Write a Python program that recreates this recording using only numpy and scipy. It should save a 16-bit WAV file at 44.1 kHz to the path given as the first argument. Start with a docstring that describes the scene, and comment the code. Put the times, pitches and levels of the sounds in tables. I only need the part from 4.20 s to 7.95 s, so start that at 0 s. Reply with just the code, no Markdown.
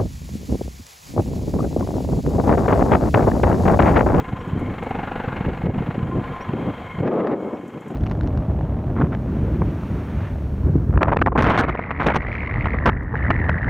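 """An airfield, a turbine helicopter hovering low some way off. Its blades pass 24 times a second: a swish,
a slap as they cut their own wake, a dry tip rasp, over rotor wash, gear whine and turbine notes.
Wind eddies buffet the microphone and swell to one hard, crackling gust; wind and helicopter lose their
bass from there on. A small bird chirps faintly over hiss and ticks. A limiter holds the peaks."""
import sys
import numpy as np
from scipy import signal
from scipy.fft import rfft, irfft
from scipy.io import wavfile
from scipy.ndimage import uniform_filter1d

SR = 44100
rng = np.random.default_rng(int(sys.argv[2]) if len(sys.argv) > 2 else 0)


def log_audio(samples):
    """Write samples as a 16-bit WAV file to the path given in sys.argv[1]."""
    # one column per channel
    frames = np.atleast_2d(samples).T
    # limit to full scale, then quantise
    limited = np.clip(frames, -1, 1)
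    pcm = np.round(limited * 32767).astype(np.int16)
    wavfile.write(sys.argv[1], SR, pcm)


N = 165375
TIME = np.arange(N) / SR
BLADE_HZ = 24.05

# blade swish peaks: time_s, level_db
SWISH_LEVEL = [(0, -30.5), (.15, -29.5), (.42, -38), (.6, -28), (.78, -25.5), (1.0, -27), (1.22, -25.5),
               (1.45, -30.5), (1.7, -28), (1.9, -33.5), (2.2, -30), (2.6, -34.5), (2.9, -30.5), (3.2, -42),
               (3.75, -36)]
# swish spectrum: freq_hz, level_db
SWISH_COLOUR = [(60, 5.5), (250, 4.5), (380, -5), (490, 7), (590, -9), (720, 5), (950, -1), (1150, -4),
                (1400, -7), (1650, -7), (1900, -9), (2800, -14), (4000, -28), (5000, -40.5), (8000, -52.5)]
# wake slap peaks: time_s, level_db
SLAP_LEVEL = [(.45, -48), (.62, -24), (.675, -18), (.78, -16.5), (.85, -25.5), (1.0, -24), (1.2, -41),
              (1.4, -35.5), (2.2, -65)]
# slap spectrum: freq_hz, level_db
SLAP_COLOUR = [(60, -15), (260, 14), (370, 2.5), (490, 12.5), (590, -16.5), (720, 12), (900, 2),
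               (1200, -17), (2200, -32.5), (4500, -42.5), (8000, -65.5)]
# tip rasp peaks: time_s, level_db
TIP_LEVEL = [(.5, -73), (.8, -39), (.98, -34.5), (1.2, -38), (1.5, -57)]
# tip rasp spectrum: freq_hz, level_db
TIP_COLOUR = [(700, -33), (1200, -15), (1400, 4), (1680, 5), (1900, -21.5), (2700, -13.5), (5000, -49.5),
              (8000, -72.5)]
# rotor wash and engine noise: time_s, level_db
WASH_LEVEL = [(0, -45.5), (.3, -35.5), (.55, -35.5), (1.0, -34.5), (1.45, -36), (1.85, -39), (2.1, -32.5),
              (2.3, -35), (2.6, -34.5), (2.8, -38), (3.1, -43), (3.2, -41), (3.5, -46), (3.75, -42.5)]
# wash spectrum: freq_hz, level_db
WASH_COLOUR = [(25, 7.5), (60, -3), (120, 2), (250, -1), (400, -10.5), (550, -5), (750, -6), (1000, -5.5),
               (1130, -7.5), (1450, -11.5), (1850, -14.5), (2250, -16.5), (2600, -21.5), (3200, -29),
               (4200, -33), (5000, -46), (8000, -53)]
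# gear tones: pitch_hz
GEAR_HZ = [1046, 1015, 1421, 1675]
# band of each gear tone: width_hz, relative_db
GEAR_BANDS = [(8.7, -4.5), (30.4, -5), (35, -13.5), (11.9, -14.5)]
# gear whine: time_s, level_db
GEAR_LEVEL = [(.4, -41.5), (.6, -48), (1.4, -49), (1.8, -42), (2.1, -36.5), (2.35, -40.5), (2.8, -42.5),
              (3.2, -51)]
# turbine note: time_s, level_db
TURBINE_LEVEL = [(0, -50), (.35, -62), (.45, -42.5), (.55, -54), (.7, -43), (.95, -60), (1.15, -49),
                 (1.5, -50.5), (1.9, -58), (2.3, -50.5), (2.45, -54), (2.72, -44.5), (2.95, -53.5),
                 (3.2, -56), (3.75, -60)]
# breathy band above it: time_s, level_db
TURBINE_TOP_LEVEL = [(0, -65), (.3, -57.5), (.8, -70), (1.7, -66), (2.1, -59.5), (2.65, -54.5), (3.2, -65),
                     (3.75, -63.5)]

# wind on the microphone: time_s, strength_db
WIND_LEVEL = [(0, -30.5), (.045, -33.5), (.095, -32.5), (.135, -18.5), (.17, -36), (.235, -29.5),
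              (.28, -24.5), (.39, -25), (.47, -27.5), (.6, -29), (.85, -37), (1.0, -38.5), (1.235, -28),
              (1.275, -21.5), (1.315, -30), (1.39, -32), (1.47, -18.5), (1.6, -25.5), (1.65, -36),
              (1.7, -27.5), (1.83, -25), (1.89, -30), (1.97, -24.5), (2.12, -30.5), (2.17, -59),
              (2.265, -36.5), (2.29, -23.5), (2.35, -19), (2.505, -23.5), (2.53, -39), (2.73, -42),
              (2.79, -26.5), (2.85, -16), (3.125, -16), (3.24, -25), (3.36, -24), (3.41, -30.5),
              (3.47, -22.5), (3.53, -30.5), (3.6, -29.5), (3.65, -37), (3.68, -25), (3.75, -29.5)]
# wind spectrum: freq_hz, level_db
WIND_COLOUR = [(25, -4), (60, -2.5), (95, 0.5), (145, 0.5), (240, -2), (470, -9.5), (720, -20), (1200, -41),
               (2000, -44.5), (3500, -71), (8000, -103.5)]
# single eddies: start_s, level_db, pitch_hz
THUMPS = [(0.131, -10, 151), (0.331, -10, 129), (0.374, -13, 144), (1.076, -9, 131), (1.208, -9, 176),
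          (1.263, -13.5, 160), (1.27, -11.5, 147), (1.285, -7.5, 155), (1.436, -12, 130),
          (1.455, -12.5, 158), (1.488, -11.5, 120), (1.578, -12, 146), (1.605, -11, 162),
          (1.687, -10.5, 151), (1.779, -9, 192), (1.827, -10.5, 111.5), (1.936, -20, 171),
          (1.983, -14.5, 135), (2.292, -10, 145), (2.805, -11.5, 88)]
# gust roar: time_s, level_db
ROAR_LEVEL = [(2.2, -47), (2.34, -35), (2.5, -27.5), (2.55, -58), (2.81, -42.5), (2.835, -19), (2.9, -26.5),
              (2.925, -15.5), (3.02, -17.5), (3.125, -14.5), (3.16, -25.5), (3.24, -33), (3.35, -29),
              (3.42, -44.5), (3.75, -53)]
# roar spectrum: freq_hz, level_db
ROAR_COLOUR = [(40, -40), (150, -0.5), (300, 2), (470, 0.5), (750, -10.5), (1270, -14.5), (1600, -29.5),
               (4000, -53), (8000, -77)]
# gust crackles: start_s, level_db
CRACKLES = [(2.863, -25), (2.875, -21.5), (3.069, -17.5)]
# crackle spectrum: freq_hz, level_db
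CRACKLE_COLOUR = [(200, -20.5), (1200, 12), (3000, -12), (6000, -30.5), (9000, -54)]

# bird notes: start_s, length_s, from_hz, to_hz, level_db
CHIRPS = [(.165, 0.081, 5150, 5750, -65), (2.198, 0.046, 5200, 5720, -52), (3.33, 0.051, 5250, 5500, -69)]
# treble hiss: time_s, level_db
HISS_LEVEL = [(0, -65.5), (1.2, -67), (1.5, -68), (2.7, -67), (3.2, -68.5), (3.5, -68)]
# hiss spectrum: freq_hz, level_db
HISS_COLOUR = [(1000, -7), (5000, -0.5), (7000, 5), (8500, -2.5), (11000, -5), (13000, -3.5),
               (16000, -14.5)]
# electronic tones: pitch_hz, level_db
ELECTRONIC_TONES = [(13119, -93), (15625, -95.5)]
# faint close ticks: start_s, level_db
TICKS = [(.273, -63), (.39, -59), (.63, -58.5), (.69, -61), (2.929, -61.5), (3.476, -59), (3.604, -61),
         (3.677, -59), (3.704, -62)]
# tick spectrum: freq_hz, level_db
TICK_COLOUR = [(3000, -36), (5500, -17), (7000, -4), (9500, -15), (12500, -14), (16000, -33)]

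# low edge of wind and helicopter: time_s, cutoff_hz
LOW_EDGE = [(0, 28), (2.2, 31.6), (2.42, 89.4), (2.6, 60.7), (2.8, 48.8), (2.95, 270), (3.3, 294),
            (3.75, 210)]
# stereo width: freq_hz, side_minus_mid_db
STEREO_WIDTH = [(60, -24), (150, -35), (300, -18.5), (1000, -25.5), (2500, -20), (5000, -23.5),
                (8000, -9.5), (12000, -19)]
# microphone port balance: freq_hz, left_minus_right_db
PORT_BALANCE = [(60, -1), (125, -1), (300, 1.9), (600, 0.5), (1100, 1.13), (2200, 1.44), (4000, -0.5)]


def helicopter():
    """Wash, gears and turbine under the swish, wake slap and tip rasp of the blades."""
    steady = rotor_wash() + gear_whine() + turbine()
    swish = blades(SWISH_LEVEL, SWISH_COLOUR, attack_s=.011, decay_s=.013, repeat_share=.28)
    slap = blades(SLAP_LEVEL, SLAP_COLOUR, attack_s=.0035, decay_s=.0062, repeat_share=.6)
    tips = blades(TIP_LEVEL, TIP_COLOUR, attack_s=.011, decay_s=.028, repeat_share=.28)
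    return steady + swish + slap_sweep(slap) + tips


def blades(level, colour, attack_s, decay_s, repeat_share, peak_after_s=.0054, jitter_s=.0007):
    """One burst per blade pass: part repeating pressure wave, part fresh turbulence."""
    pass_s = .0002 + np.arange(int(N / SR * BLADE_HZ) + 1) / BLADE_HZ
    late, louder = rng.standard_normal((len(pass_s), 2)).T
    start_s = pass_s + peak_after_s - attack_s + jitter_s * late
    peak_db = np.interp(pass_s, *np.transpose(level)) + .7 * louder
    repeating = np.resize(rng.standard_normal(int(SR / BLADE_HZ)), N)
    source = np.sqrt(repeat_share) * repeating + np.sqrt(1 - repeat_share) * rng.standard_normal(N)
    eddies = from_db(4.5 * np.tanh(drift(340)))
    rasp = evened(coloured(colour, source * eddies), share=.6, window_samples=500)
    return rasp * bursts(zip(start_s, peak_db), attack_s, decay_s)


def slap_sweep(x, s_per_octave=.00247):
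    """Midrange dispersion: the bass of a slap arrives before its treble."""
    hz = np.fft.rfftfreq(N, 1 / SR)
    delay_s = s_per_octave * np.log2(np.clip(hz, 200, 1400) / 750)
    return irfft(rfft(x) * np.exp(-2j * np.pi * np.cumsum(delay_s) * SR / N), N)


def rotor_wash(flutter_db=1.4):
    """Broadband downwash and engine noise, lightly fluttering."""
    return coloured(WASH_COLOUR) * from_db(in_time(WASH_LEVEL) + flutter_db * drift(21))


def gear_whine(flutter_db=4):
    """Four narrow gear tones, fluttering on the moving air."""
    tones = sum(from_db(db) * wavering(hz, width_hz) for hz, (width_hz, db) in zip(GEAR_HZ, GEAR_BANDS))
    flutter = rms_one(from_db(flutter_db * np.tanh(drift(35))))
    return tones * from_db(in_time(GEAR_LEVEL)) * flutter


def turbine():
    """A smeared high note and a breathy band above it, both wandering in pitch."""
    note = from_db(in_time(TURBINE_LEVEL)) * wavering(2155, width_hz=56, wander_hz=22)
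    top = from_db(in_time(TURBINE_TOP_LEVEL)) * wavering(3170, width_hz=125, wander_hz=22)
    return note + top


def wind(ceiling=.55):
    """Buffeting, thumps and roar saturate the microphone ports; the hardest gust crackles."""
    pressure = thin_bass(buffeting() + thumps() + gust_roar())
    drive = uniform_filter1d(np.abs(signal.hilbert(pressure[0])) / ceiling, size=200)
    saturated = pressure / (1 + drive ** 4) ** .25
    crackles = coloured(CRACKLE_COLOUR) * bursts(CRACKLES, attack_s=.001, decay_s=.0048)
    return saturated + crackles


def buffeting(full_gust_db=-10, knee_hz=196, pivot_db=-21):
    """Port turbulence, octave by octave: lumpy when light, dense and brighter when strong."""
    strength_db = in_time(WIND_LEVEL)
    noise = coloured(WIND_COLOUR)
    lump_db = .63 * np.clip(full_gust_db - strength_db, 0, 10)
    strength_db += lump_db * np.tanh(drift(25))
    tilt_db_per_octave = .54 * (strength_db - pivot_db)
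    out, below = 0, 0
    for hz in 125 * 2 ** np.arange(7):
        lowpassed = signal.sosfiltfilt(signal.butter(2, hz * np.sqrt(2), fs=SR, output="sos"), noise)
        band = evened(lowpassed - below, share=.75, window_samples=900)
        below = lowpassed
        octaves = np.clip(np.log2(hz / knee_hz), 0, 6.4)
        out = out + band * from_db(strength_db + tilt_db_per_octave * octaves)
    return out


def thumps(rise_cycles=.48):
    """Each eddy pushes the diaphragm through a couple of low swings."""
    out = np.zeros(N)
    for start_s, db, hz in THUMPS:
        cycles = np.clip((TIME - start_s) * hz, 0, 20)
        swell = cycles / rise_cycles
        envelope = swell ** 2 * np.exp(2 * (1 - swell))
        out += from_db(db) * envelope * np.sin(2 * np.pi * cycles)
    return out


def gust_roar():
    """Hollow roar of the strongest gusts across the ports."""
    return from_db(in_time(ROAR_LEVEL)) * evened(coloured(ROAR_COLOUR), share=.75, window_samples=600)


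def bird(waver_hz=40):
    """Short thin notes that rise, then sag."""
    out = np.zeros(N)
    for start_s, length_s, from_hz, to_hz, db in CHIRPS:
        along = np.clip((TIME - start_s) / length_s, 0, 1)
        hz = from_hz + (to_hz - from_hz) * np.sin(2.4 * along) ** 2 + waver_hz * drift(200)
        envelope = np.sin(np.pi * along) ** 2
        out += from_db(db) * envelope * np.sin(2 * np.pi * np.cumsum(hz) / SR)
    return out


def noise_floor():
    """Hiss, thin electronic tones, small ticks."""
    hiss = from_db(in_time(HISS_LEVEL)) * coloured(HISS_COLOUR)
    tones = sum(from_db(db) * np.sqrt(2) * np.sin(2 * np.pi * hz * TIME) for hz, db in ELECTRONIC_TONES)
    ticks = coloured(TICK_COLOUR) * bursts(TICKS, attack_s=.005, decay_s=.011)
    return hiss + tones + ticks


def thin_bass(x, block_samples=147):
    """Second-order high-pass following LOW_EDGE."""
    cutoff_hz = in_time(LOW_EDGE)
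    out, state = np.zeros_like(x), np.zeros((2, 2))
    for i in range(0, N, block_samples):
        block = slice(i, i + block_samples)
        k = np.tan(np.pi * cutoff_hz[i] / SR)
        feedback = [1 + np.sqrt(2) * k + k * k, 2 * (k * k - 1), 1 - np.sqrt(2) * k + k * k]
        out[:, block], state = signal.lfilter([1, -2, 1], feedback, x[:, block], zi=state)
    return out


def ports(x):
    """Left and right ports differ slightly in colour."""
    db = at_hz(PORT_BALANCE, np.fft.rfftfreq(N, 1 / SR))
    return irfft(rfft(x) * from_db(np.array([db, -db]) / 2), N)


def wavering(hz, width_hz, wander_hz=0):
    """Narrow-band tone, centre free to wander, rms about 1."""
    phase = 2 * np.pi * np.cumsum(hz + wander_hz * drift(5.91)) / SR
    return drift(width_hz) * np.cos(phase) + drift(width_hz) * np.sin(phase)


def coloured(colour, source=None):
    """Near-mono shaped noise, rms 1; source, if given, is the mid signal."""
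    hz = np.fft.rfftfreq(N, 1 / SR)
    mid, side = rfft(rng.standard_normal((2, N)))
    if source is not None:
        mid = rfft(source)
    side = side * from_db(at_hz(STEREO_WIDTH, hz)) * [[1], [-1]]
    return rms_one(irfft((mid + side) * from_db(at_hz(colour, hz)), N))


def bursts(events, attack_s, decay_s):
    """Power-summed event envelopes: sine rise, exponential fall."""
    power = np.zeros(N)
    for start_s, db in events:
        first = max(int(start_s * SR), 0)
        age_s = np.maximum(TIME[first:first + SR // 10] - start_s, 0)
        rise = np.sin(np.pi / 2 * np.minimum(age_s / attack_s, 1))
        fall = np.exp(-np.maximum(age_s - attack_s, 0) / decay_s)
        power[first:first + len(age_s)] += (from_db(db) * rise * fall) ** 2
    return np.sqrt(power)


def evened(x, share, window_samples):
    """Flatten a share of a noise's chance swells."""
    power = uniform_filter1d(np.mean(x ** 2, axis=0), window_samples)
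    power = uniform_filter1d(power, window_samples) + 1e-20
    return x * (power.mean() / power) ** (share / 2)


def drift(rate_hz, points=11025):
    """Low-passed random wander, rms 1."""
    hz = np.fft.rfftfreq(points, N / SR / points)
    slow = irfft(rfft(rng.standard_normal(points)) / (1 + (hz / rate_hz) ** 2), points)
    return rms_one(np.interp(TIME, np.linspace(0, N / SR, points), slow))


def in_time(rows):
    """Control curve, per sample."""
    return np.interp(TIME, *np.transpose(rows))


def at_hz(rows, hz):
    """Spectrum in dB, interpolated over log frequency."""
    freq_hz, db = np.transpose(rows)
    return np.interp(np.log(hz + 1e-9), np.log(freq_hz), db)


def from_db(db):
    """Decibels to gain."""
    return 10 ** (np.asarray(db) / 20)


def rms_one(x):
    """Scale to unit power."""
    return x / np.sqrt(np.mean(x ** 2) + 1e-20)


def scene():
    """Helicopter ahead, wind on the microphone, faint bird, noise floor."""
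    return ports(thin_bass(helicopter()) + wind() + bird()) + noise_floor()


def record(dry, limit_db=-12, release_db_per_s=73, cutoff_hz=16400):
    """Peak limiter, then a steep low-pass."""
    peak_db = 20 * np.log10(np.abs(dry).max(axis=0) + 1e-9)
    over_db = np.maximum(peak_db - limit_db, 0)
    release_db = release_db_per_s * TIME
    duck_db = np.maximum.accumulate(over_db + release_db) - release_db
    limited = dry * from_db(-uniform_filter1d(duck_db, size=90))
    return signal.sosfilt(signal.ellip(10, .1, 80, cutoff_hz, fs=SR, output="sos"), limited)


dry = scene()
out = record(dry)
log_audio(out)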